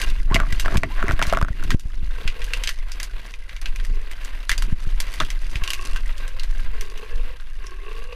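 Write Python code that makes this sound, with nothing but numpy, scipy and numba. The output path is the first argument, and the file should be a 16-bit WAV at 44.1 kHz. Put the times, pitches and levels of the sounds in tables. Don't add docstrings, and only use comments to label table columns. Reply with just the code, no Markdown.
import sys
import numpy as np
from scipy import signal
from scipy.fft import rfft, irfft
from scipy.io import wavfile
from scipy.ndimage import uniform_filter1d
from numba import njit

SR = 44100
rng = np.random.default_rng(int(sys.argv[2]) if len(sys.argv) > 2 else 0)


def voltage_ratio(level):
    return 10 ** (np.asarray(level, float) / 20)


def generate_wav(sig):
    pcm = np.round(np.clip(np.atleast_2d(sig).T, -1, 1) * 32767).astype(np.int16)
    wavfile.write(sys.argv[1], SR, pcm)


N = 359415
T = np.arange(N) / SR


# [t/s, ring peak level/dB, ring f/Hz, crack level against ring/dB]
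TWIG_BREAKS = [(0.016, -16.5, 2400, 1), (0.101, -22.5, 3530, -7), (0.344, -9, 2800, -4),
               (0.525, -16, 1950, -5), (0.597, -13.5, 2800, 1), (0.6504, -22, 1590, -35),
               (0.771, -8, 2430, -1), (1.12, -35.5, 3940, 10), (1.2248, -11.5, 2170, -0.5),
               (1.268, -27.5, 4000, 6.5), (1.2978, -19, 2200, -20), (1.637, -29.5, 3650, 5),
               (1.7052, -12, 1830, -5), (1.796, -24, 3720, 6), (2.2769, -12, 2530, -44),
               (2.418, -22, 2450, -70), (2.443, -29, 2870, 4), (2.535, -10, 2770, -11),
               (2.637, -12, 3100, -0.5), (2.6735, -13, 3040, -8.5), (2.691, -13, 1870, -3),
               (2.918, -24.5, 4900, -1.5), (3.0005, -22, 1950, 2), (3.0306, -24.5, 4460, 7),
               (3.339, -25.5, 2430, -28), (3.4936, -26.5, 2000, -35), (3.5642, -26.5, 2300, -10),
               (3.615, -37, 3810, 11), (3.6577, -16.5, 2600, -27), (3.76, -25.5, 2410, 0),
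               (3.7993, -27, 1850, -10), (3.849, -28.5, 1940, -3.5), (4.1135, -27.5, 2120, -0.5),
               (4.248, -33.5, 1630, 9.5), (4.4293, -33.5, 2500, -16), (4.4937, -8, 1850, -2),
               (4.5156, -8.5, 2000, -1.5), (4.579, -17, 4700, 2), (4.6225, -17, 1570, -2),
               (5.002, -21, 2580, 9), (5.139, -29.5, 1960, 5), (5.2014, -11, 3400, -12),
               (5.249, -26, 3300, -1), (5.3031, -20.5, 2180, 0.5), (5.5562, -16, 2500, -10.5),
               (5.637, -17, 2650, -2.5), (5.676, -13.5, 2800, -8), (5.704, -13.5, 2980, 2),
               (5.733, -15, 2560, 0.5), (5.9608, -19, 1590, -7), (6.18, -34, 3280, 4),
               (6.2787, -31, 1740, 3.5), (6.3963, -19.5, 4050, -31), (6.434, -24, 4200, 0),
               (6.81, -27, 2360, 7.5), (6.976, -32, 2860, 5), (7.4, -30.5, 1590, -23),
               (7.667, -27.5, 5330, -17), (8.128, -30, 2600, -31)]


def snaps():
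    out, t = np.zeros(N), T[:4410]
    for s, peak_db, hz, crack_db in TWIG_BREAKS:
        noise = rng.standard_normal((2, len(t)))
        fall = np.exp(-t / (0.011 + 0.000083 * max(peak_db + 52.0, 0)))
        envelope = np.exp(-t / 0.0015) + 0.22 * fall * noise[0, ::-1] ** 2
        splinters = noise[0] * envelope
        click = 4.6 * (t == 0)
        body = ring(splinters + click, hz, 320) + 0.5 * ring(splinters, 2760, 1520)
        body = ring(body, hz, 2.13 * hz)
        crack = ring(noise[1] * envelope, 3740, 5700)
        both = body / np.abs(body).max() + voltage_ratio(crack_db) * crack / np.abs(crack).max()
        add(out, s, voltage_ratio(peak_db) * both)
    return out


# [t/s, litter level/dB]
TREAD_LEVEL = [(0.0, -28.5), (0.13, -39.5), (0.36, -56), (0.5, -36.5), (1.04, -44.5), (1.25, -43.5),
               (1.43, -45.5), (1.86, -48), (2.56, -43), (3.13, -50.5), (4.88, -46), (5.13, -40),
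               (5.49, -45), (5.72, -41.5), (6.56, -47), (7.01, -45), (7.35, -51.5), (8.15, -48.5)]
SMALL_TWIG_HZ = [1743, 2690, 3480, 4460]
# [f/Hz, filter level/dB]
LITTER_TONE = [(200, 6), (500, 3), (1200, 4), (2500, 6), (4000, -1.5), (6000, -16.5)]
# [f/Hz, filter level/dB]
LEAF_TONE = [(3000, -5), (5000, -4), (7500, -10.5), (10000, -10), (12500, -16.5), (15000, -50)]
LEAVES_DB, LEAVES_PER_TREAD = -9, 0.043
LITTER_SHAKE_DB, SHAKE_DB = -69, -37
SHAKE_BUILD_S, SHAKE_SETTLE_S = 0.004, 0.064
SHAKE_PER_CRACK = 0.45


def rustle():
    tread_db = np.interp(T, *np.transpose(TREAD_LEVEL))
    breaks = [crackle(45, 3.5, 0.002) for hz in SMALL_TWIG_HZ]
    pitches = [voltage_ratio(1.2 * np.repeat(rng.standard_normal(N // 1000 + 1), 1000)[:N]) for hz in SMALL_TWIG_HZ]
    twigs = np.zeros(N)
    for tiny_breaks, hz, pitch in zip(breaks, SMALL_TWIG_HZ, pitches):
        ringing = ring(ring(tiny_breaks, hz * pitch, 0.054 * hz), hz * pitch, hz)
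        twigs += SMALL_TWIG_HZ[0] / hz * unit(ringing)
    bed = colour(voltage_ratio(2.8 * walk(26)) * crackle(1100, 7, 0.003), LITTER_TONE)
    litter = bed + 0.27 * twigs
    patches = voltage_ratio(4.5 * walk(18))
    ticks = 0.25 * sum(breaks) + patches * 0.7 * crackle(220, 7, 0.0012)
    leaves = colour(ticks + 0.13 * rng.standard_normal(N), LEAF_TONE)
    stirred = voltage_ratio(tread_db + LEAVES_DB + LEAVES_PER_TREAD * (tread_db + 45))
    shaken = around(TWIG_BREAKS, SHAKE_BUILD_S, SHAKE_SETTLE_S)
    crisp_events = [(s, db + SHAKE_PER_CRACK * crack_db) for s, db, hz, crack_db in TWIG_BREAKS]
    crisp = around(crisp_events, SHAKE_BUILD_S, SHAKE_SETTLE_S)
    litter_level = voltage_ratio(tread_db) + voltage_ratio(LITTER_SHAKE_DB) * shaken
    leaf_level = stirred + voltage_ratio(SHAKE_DB) * crisp
    return litter_level * litter + leaf_level * leaves


# [t/s, stalk peak level/dB, ring f/Hz]
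STALK_KNOCKS = [(0.358, -4.5, 2020), (0.3639, -3, 2030), (0.401, -9.5, 1460), (0.434, -18.5, 1150),
                (0.466, -29, 1500), (0.659, -13.5, 1590), (0.681, -9, 1330), (0.746, -19.5, 1000),
                (0.834, 4, 1950), (1.027, -11.5, 1390), (1.042, -28, 1400), (1.057, -25, 1490),
                (1.082, -14, 2010), (1.091, -15.5, 1470), (1.099, -16, 1900), (1.11, -12.5, 1450),
                (1.193, -14, 1670), (1.216, -12, 1380), (1.225, -14, 960), (1.252, -24, 1550),
                (1.326, -9, 656), (1.3255, -14.5, 1240), (1.335, -11, 1360), (1.349, -17.5, 2170),
                (1.372, -12, 1280), (1.387, -21, 1410), (1.414, -14.5, 1140), (1.426, -16, 1450),
                (1.448, -14.5, 1390), (1.484, -20, 1480), (1.627, -25.5, 1450), (5.175, -35, 1900),
                (5.202, -16.5, 1600), (5.205, -12.5, 1230), (5.213, -15.5, 1340), (5.221, -20, 1720),
                (5.234, -25, 1490)]
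JOLT_DB, JOLT_BUILD_S, JOLT_SETTLE_S = -19, 0.006, 0.028


def knocks():
    out, t = np.zeros(N), T[:2205]
    for s, peak_db, hz in STALK_KNOCKS:
        push = np.exp(-t / 0.0007) * (1 + 0.49 * rng.standard_normal(len(t)))
        push = push + 0.14 * np.exp(-t / 0.0093) * rng.standard_normal(len(t))
        stalk = ring(ring(push, hz, 0.2 * hz), hz, 0.45 * hz)
        bark = ring(np.exp(-t / 0.001) * rng.standard_normal(len(t)), 2300, 1800)
        stalk = stalk + 0.12 * bark
        wall = shell(push)
        wall_level = 0.46 * voltage_ratio(2 * rng.standard_normal())
        both = stalk / np.abs(stalk).max() + wall_level * wall / np.abs(wall).max()
        add(out, s, voltage_ratio(peak_db) * both)
    jolts = around(STALK_KNOCKS, JOLT_BUILD_S, JOLT_SETTLE_S)
    return out + voltage_ratio(JOLT_DB) * jolts * colour(rng.standard_normal(N), FLUTTER_TONE)


# [f/Hz, width f/Hz, level/dB]
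WALL_MODES = [(670, 95, 12.5), (1150, 110, 10), (1450, 610, 10), (1950, 300, -14.5)]


def shell(push):
    return sum(voltage_ratio(db) * ring(ring(push, hz, w), hz, 3 * w) for hz, w, db in WALL_MODES)


# [start t/s, length t/s, wall jerk level at the hardest press/dB]
STALK_SCRAPES = [(0.272, 0.22, -31), (0.62, 0.21, -29.5), (0.947, 0.228, -32.5), (1.19, 0.224, -36.5)]
SCRAPE_PEAK_AT, SCRAPE_EDGE_DB = 0.46, -3
SCRAPE_RUMBLE_DB = 1.5


def scrapes():
    jerks, out = unit(shell(crackle(400, 3.2, 0.0015))), np.zeros(N)
    jerks = jerks + voltage_ratio(SCRAPE_RUMBLE_DB) * colour(crackle(60, 10.4, 0.0014), FLUTTER_TONE)
    for s, length, db in STALK_SCRAPES:
        press_at, press = [0, SCRAPE_PEAK_AT, 1], [SCRAPE_EDGE_DB, 0, SCRAPE_EDGE_DB]
        press_db = np.interp((T - s) / length, press_at, press)
        fade = np.clip(np.minimum(T - s, s + length - T) / 0.048, 0, 1)
        out += fade * voltage_ratio(db + press_db) * jerks
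    return out


# [t/s, length t/s, start f/Hz, end f/Hz, level/dB]
TWIG_WHIPS = [(0.306, 0.055, 720, 1170, -28.5), (0.403, 0.03, 1300, 1120, -29),
              (0.44, 0.025, 1200, 1080, -35), (0.872, 0.03, 800, 1080, -41), (0.9, 0.056, 740, 1050, -37)]


def whips():
    return whistles(TWIG_WHIPS, 0.007)


def whistles(rows, wobble):
    out = np.zeros(N)
    for s, length, hz0, hz1, db in rows:
        u = T[:int(length * SR)] / length
        glide = hz0 + (hz1 - hz0) * (1 - (1 - u) ** 3.4)
        hz = glide + wobble * hz1 * walk(150)[:len(u)]
        tone = np.sin(2 * np.pi * np.cumsum(hz) / SR)
        swell = np.sin(np.pi * np.sqrt(u))
        flutter = voltage_ratio(3 * walk(82)[:len(u)])
        add(out, s, voltage_ratio(db) * tone * swell * flutter)
    return out


# [t/s, level/dB]
WIND_SLAPS = [(0.527, -5), (0.757, -2), (0.776, 5.5), (1.133, -7), (1.274, -8.5), (1.425, -0.5),
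              (1.503, -8.5), (1.658, -16), (1.732, -13.5), (1.743, 6.5), (1.853, -7.5), (2.027, -13.5),
              (2.252, -15), (3.91, -16.5), (4.724, -1), (4.868, -11), (5.555, -12.5), (5.617, -16)]
# [t/s, rumble level/dB]
GUST_LEVEL = [(0.12, -12), (3.21, -24.5), (3.25, -32.5), (3.79, -16.5), (4.46, -28.5), (4.52, -16),
              (5.75, -22.5), (5.96, -15), (6.23, -24), (6.67, -14), (7.05, -32), (7.16, -14.5),
              (7.39, -26.5), (8.15, -25)]
# [f/Hz, filter level/dB]
RUMBLE_TONE = [(3, -32.5), (6, 0.5), (16, 1.5), (30, -0.5), (60, -25), (120, -38), (300, -81)]
# [f/Hz, filter level/dB]
FLUTTER_TONE = [(30, -45), (60, -1.5), (150, -7), (260, -10.5), (400, -14), (700, -58)]
FLUTTER_DB, FLUTTER_PER_GUST = -60.5, 2.37
EDDY_DB, EDDY_BUILD_S, EDDY_SETTLE_S = -33, 0.07, 0.035
SLAP_MS = 6.44


def wind():
    gust_db = np.interp(T, *np.transpose(GUST_LEVEL))
    eddies = voltage_ratio(EDDY_DB) * around(WIND_SLAPS, EDDY_BUILD_S, EDDY_SETTLE_S)
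    flutter_level = voltage_ratio(FLUTTER_DB + FLUTTER_PER_GUST * (gust_db + 20)) + eddies
    swell = colour(rng.standard_normal(N), RUMBLE_TONE)
    puffs = voltage_ratio(2 * walk(14)) * (0.4 + np.tanh(swell) ** 2)
    flutter = colour(puffs * rng.standard_normal(N), FLUTTER_TONE)
    out = voltage_ratio(gust_db) * swell + flutter_level * flutter
    for s, peak_db in WIND_SLAPS:
        u = T[:4410] * 1000 / SLAP_MS
        rush = unit(ring(rng.standard_normal(len(u)), 280, 93))
        puff = 0.045 * rush * u * np.exp(-u / 1.1)
        push_out = 6 * u ** 2 * np.exp(-(2.06 * u) ** 2)
        pull_back = 4.17 * u ** 2 * np.exp(-1.4 * u)
        slow_return = 0.14 * u ** 2 * np.exp(-0.6 * u)
        add(out, s, voltage_ratio(peak_db) * (puff + push_out - pull_back + slow_return))
    return out


# [start t/s, length t/s, lowest throat resonance before the mouth opens f/Hz,
# level of that resonance at the swell's peak/dB, upper resonances against it level/dB]
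HOG_GROWLS = [(2.082, 0.57, 425, -49.5, 1.5), (2.9, 0.65, 325, -60.5, -3), (3.76, 0.39, 376, -53, 1),
              (5.601, 0.42, 300, -53, 17), (6.135, 0.27, 500, -50.5, 5), (6.71, 0.66, 368, -47.5, 1.5),
              (7.582, 0.8, 319, -46, 5)]
# [f/Hz before the mouth opens, width f/Hz, level/dB, level change by the end/dB]
UPPER_THROAT = [(1087, 64, -7.5, -5.5), (1630, 290, -7, -26), (2595, 200, -13, 5.5)]
GROWL_HZ, GROWL_JITTER = 55.87, 0.11
GROWL_RASP, GROWL_WEAK_DB = 0.5, 6
MOUTH_OPEN_HZ, MOUTH_OPENS_S, MOUTH_SPREAD_S = 507, 0.31, 0.11
ONSET_HZ, ONSET_S = 114, 0.08
UPPER_FOLLOW = 0.093
GROWL_SWELL_DB, GROWL_PEAK_AT = 7, 0.59


def hog():
    phase = np.cumsum(GROWL_HZ * (1 + GROWL_JITTER * walk(40))) / SR
    cycle = phase.astype(int)
    count = cycle[-1] + 1
    pulse_db = 4.5 * rng.standard_normal(count) - GROWL_WEAK_DB * (np.arange(count) % 2)
    pulses = np.diff(cycle, prepend=0) * voltage_ratio(pulse_db)[cycle]
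    rasp = np.exp(-(phase % 1) / 1.7) * rng.standard_normal(N)
    source = unit(pulses) + GROWL_RASP * unit(rasp)
    out = np.zeros(N)
    for s, length, hz, db, upper_db in HOG_GROWLS:
        u = np.clip((T - s) / length, 0, 1)
        fade = np.clip(np.minimum(T - s, s + length - T) / 0.014, 0, 1)
        age = length * u
        opening = (MOUTH_OPEN_HZ - hz) / (1 + np.exp((MOUTH_OPENS_S - age) / MOUTH_SPREAD_S))
        low_hz = hz + ONSET_HZ * np.exp(-age / ONSET_S) + opening
        lift = (low_hz / hz) ** UPPER_FOLLOW
        upper = np.zeros(N)
        for f, w, level_db, change_db in UPPER_THROAT:
            resonance = unit(ring(ring(source, f * lift, w), f * lift, 2 * w))
            upper += voltage_ratio(level_db + change_db * u) * resonance
        lowest = unit(ring(ring(source, low_hz, 69), low_hz, 95))
        overtone = 0.39 * u * unit(ring(ring(source, 1.92 * low_hz, 63), 1.79 * low_hz, 120))
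        swell = voltage_ratio(db - GROWL_SWELL_DB * ((u - GROWL_PEAK_AT) / GROWL_PEAK_AT) ** 2)
        out += fade * swell * (lowest + overtone + voltage_ratio(upper_db) * upper)
    return out


# [t/s, length t/s, start f/Hz, end f/Hz, level/dB]
HOG_SQUEALS = [(6.2, 0.14, 1520, 1620, -49.5), (7.11, 0.065, 1640, 1720, -48.5)]


def squeals():
    return whistles(HOG_SQUEALS, 0.035)


def circuit_whine():
    hz = 10650 + 25 * walk(40)
    return voltage_ratio(-70) * np.sin(2 * np.pi * np.cumsum(hz) / SR)


# [f/Hz, width f/Hz, level/dB]
HOUSING_MODES = [(667, 17, 4), (798, 105, -5.5), (1050, 98, 4.5), (1590, 73, 7), (2010, 200, 3.5),
                 (2800, 63, 5), (4730, 130, 4.5), (6100, 250, 5)]


def through_housing(air):
    return shape(air, lambda f: sum(db / (1 + (2 * (f - hz) / w) ** 2) for hz, w, db in HOUSING_MODES))


def unit(x):
    return x / np.sqrt(np.mean(x ** 2))


def shape(x, db_at):
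    size = 2 ** 15
    c = irfft(db_at(np.fft.rfftfreq(size, 1 / SR) + 1) * np.log(10) / 20)
    c[1:size // 2] *= 2
    c[size // 2 + 1:] = 0
    return signal.fftconvolve(x, irfft(np.exp(rfft(c))))[:len(x)]


def colour(x, points):
    hz, db = np.transpose(points)
    return unit(shape(x, lambda f: np.interp(np.log(f), np.log(hz), db)))


def ring(x, hz, width):
    return svf(x, hz + np.zeros(len(x)), float(width))


@njit
def svf(x, hz, width):
    y, band, low = np.empty(len(x)), 0., 0.
    for i in range(len(x)):
        g, k = np.tan(np.pi * hz[i] / SR), width / hz[i]
        v = (band + g * (x[i] - low)) / (1 + g * (g + k))
        band, low, y[i] = 2 * v - band, low + 2 * g * v, k * v
    return y


def walk(rate):
    k = int(SR / rate)
    steps = np.repeat(rng.standard_normal(N // k + 1), k)
    return unit(uniform_filter1d(uniform_filter1d(steps, k), k)[:N])


def add(out, s, x):
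    i = int(s * SR)
    out[i:i + len(x)] += x[:N - i]


def crackle(per_s, spread_db, tail_s):
    hits = rng.random(N) < per_s / SR
    sizes = hits * voltage_ratio(spread_db * np.minimum(rng.exponential(size=N), 3))
    power = signal.lfilter([1], [1, -np.exp(-1 / (tail_s * SR))], sizes ** 2)
    return unit(np.sqrt(power) * rng.standard_normal(N))


def around(events, build_s, settle_s):
    power = np.zeros(N)
    for event in events:
        s, peak_db = event[0], event[1]
        distance = np.maximum((s - T) / build_s, (T - s) / settle_s)
        power += voltage_ratio(2 * peak_db) * np.exp(-2 * distance)
    return np.sqrt(power)


@njit
def gain_control(x, top, attack, release):
    y, level = np.empty(len(x)), 0.
    for i in range(len(x)):
        level += (abs(x[i]) - level) * (attack if abs(x[i]) > level else release)
        y[i] = x[i] * top / max(level, top)
    return y


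def scene():
    air = snaps() + rustle() + whips() + hog() + squeals()
    return (through_housing(air) + knocks() + scrapes() + wind() + circuit_whine())[None]


def band_limit(x):
    return signal.sosfilt(signal.butter(12, 16290, fs=SR, output="sos"), x)


def record(dry):
    held = gain_control(dry[0], 0.32, 1 / (0.0026 * SR), 1 / (0.084 * SR))
    overloaded = 0.8 * np.tanh(held / 0.8)
    top_cut = signal.butter(16, 14600, fs=SR, output="sos")
    mix = signal.sosfilt(top_cut, overloaded)[None]
    return band_limit(mix)


dry = scene()
out = record(dry)
generate_wav(out)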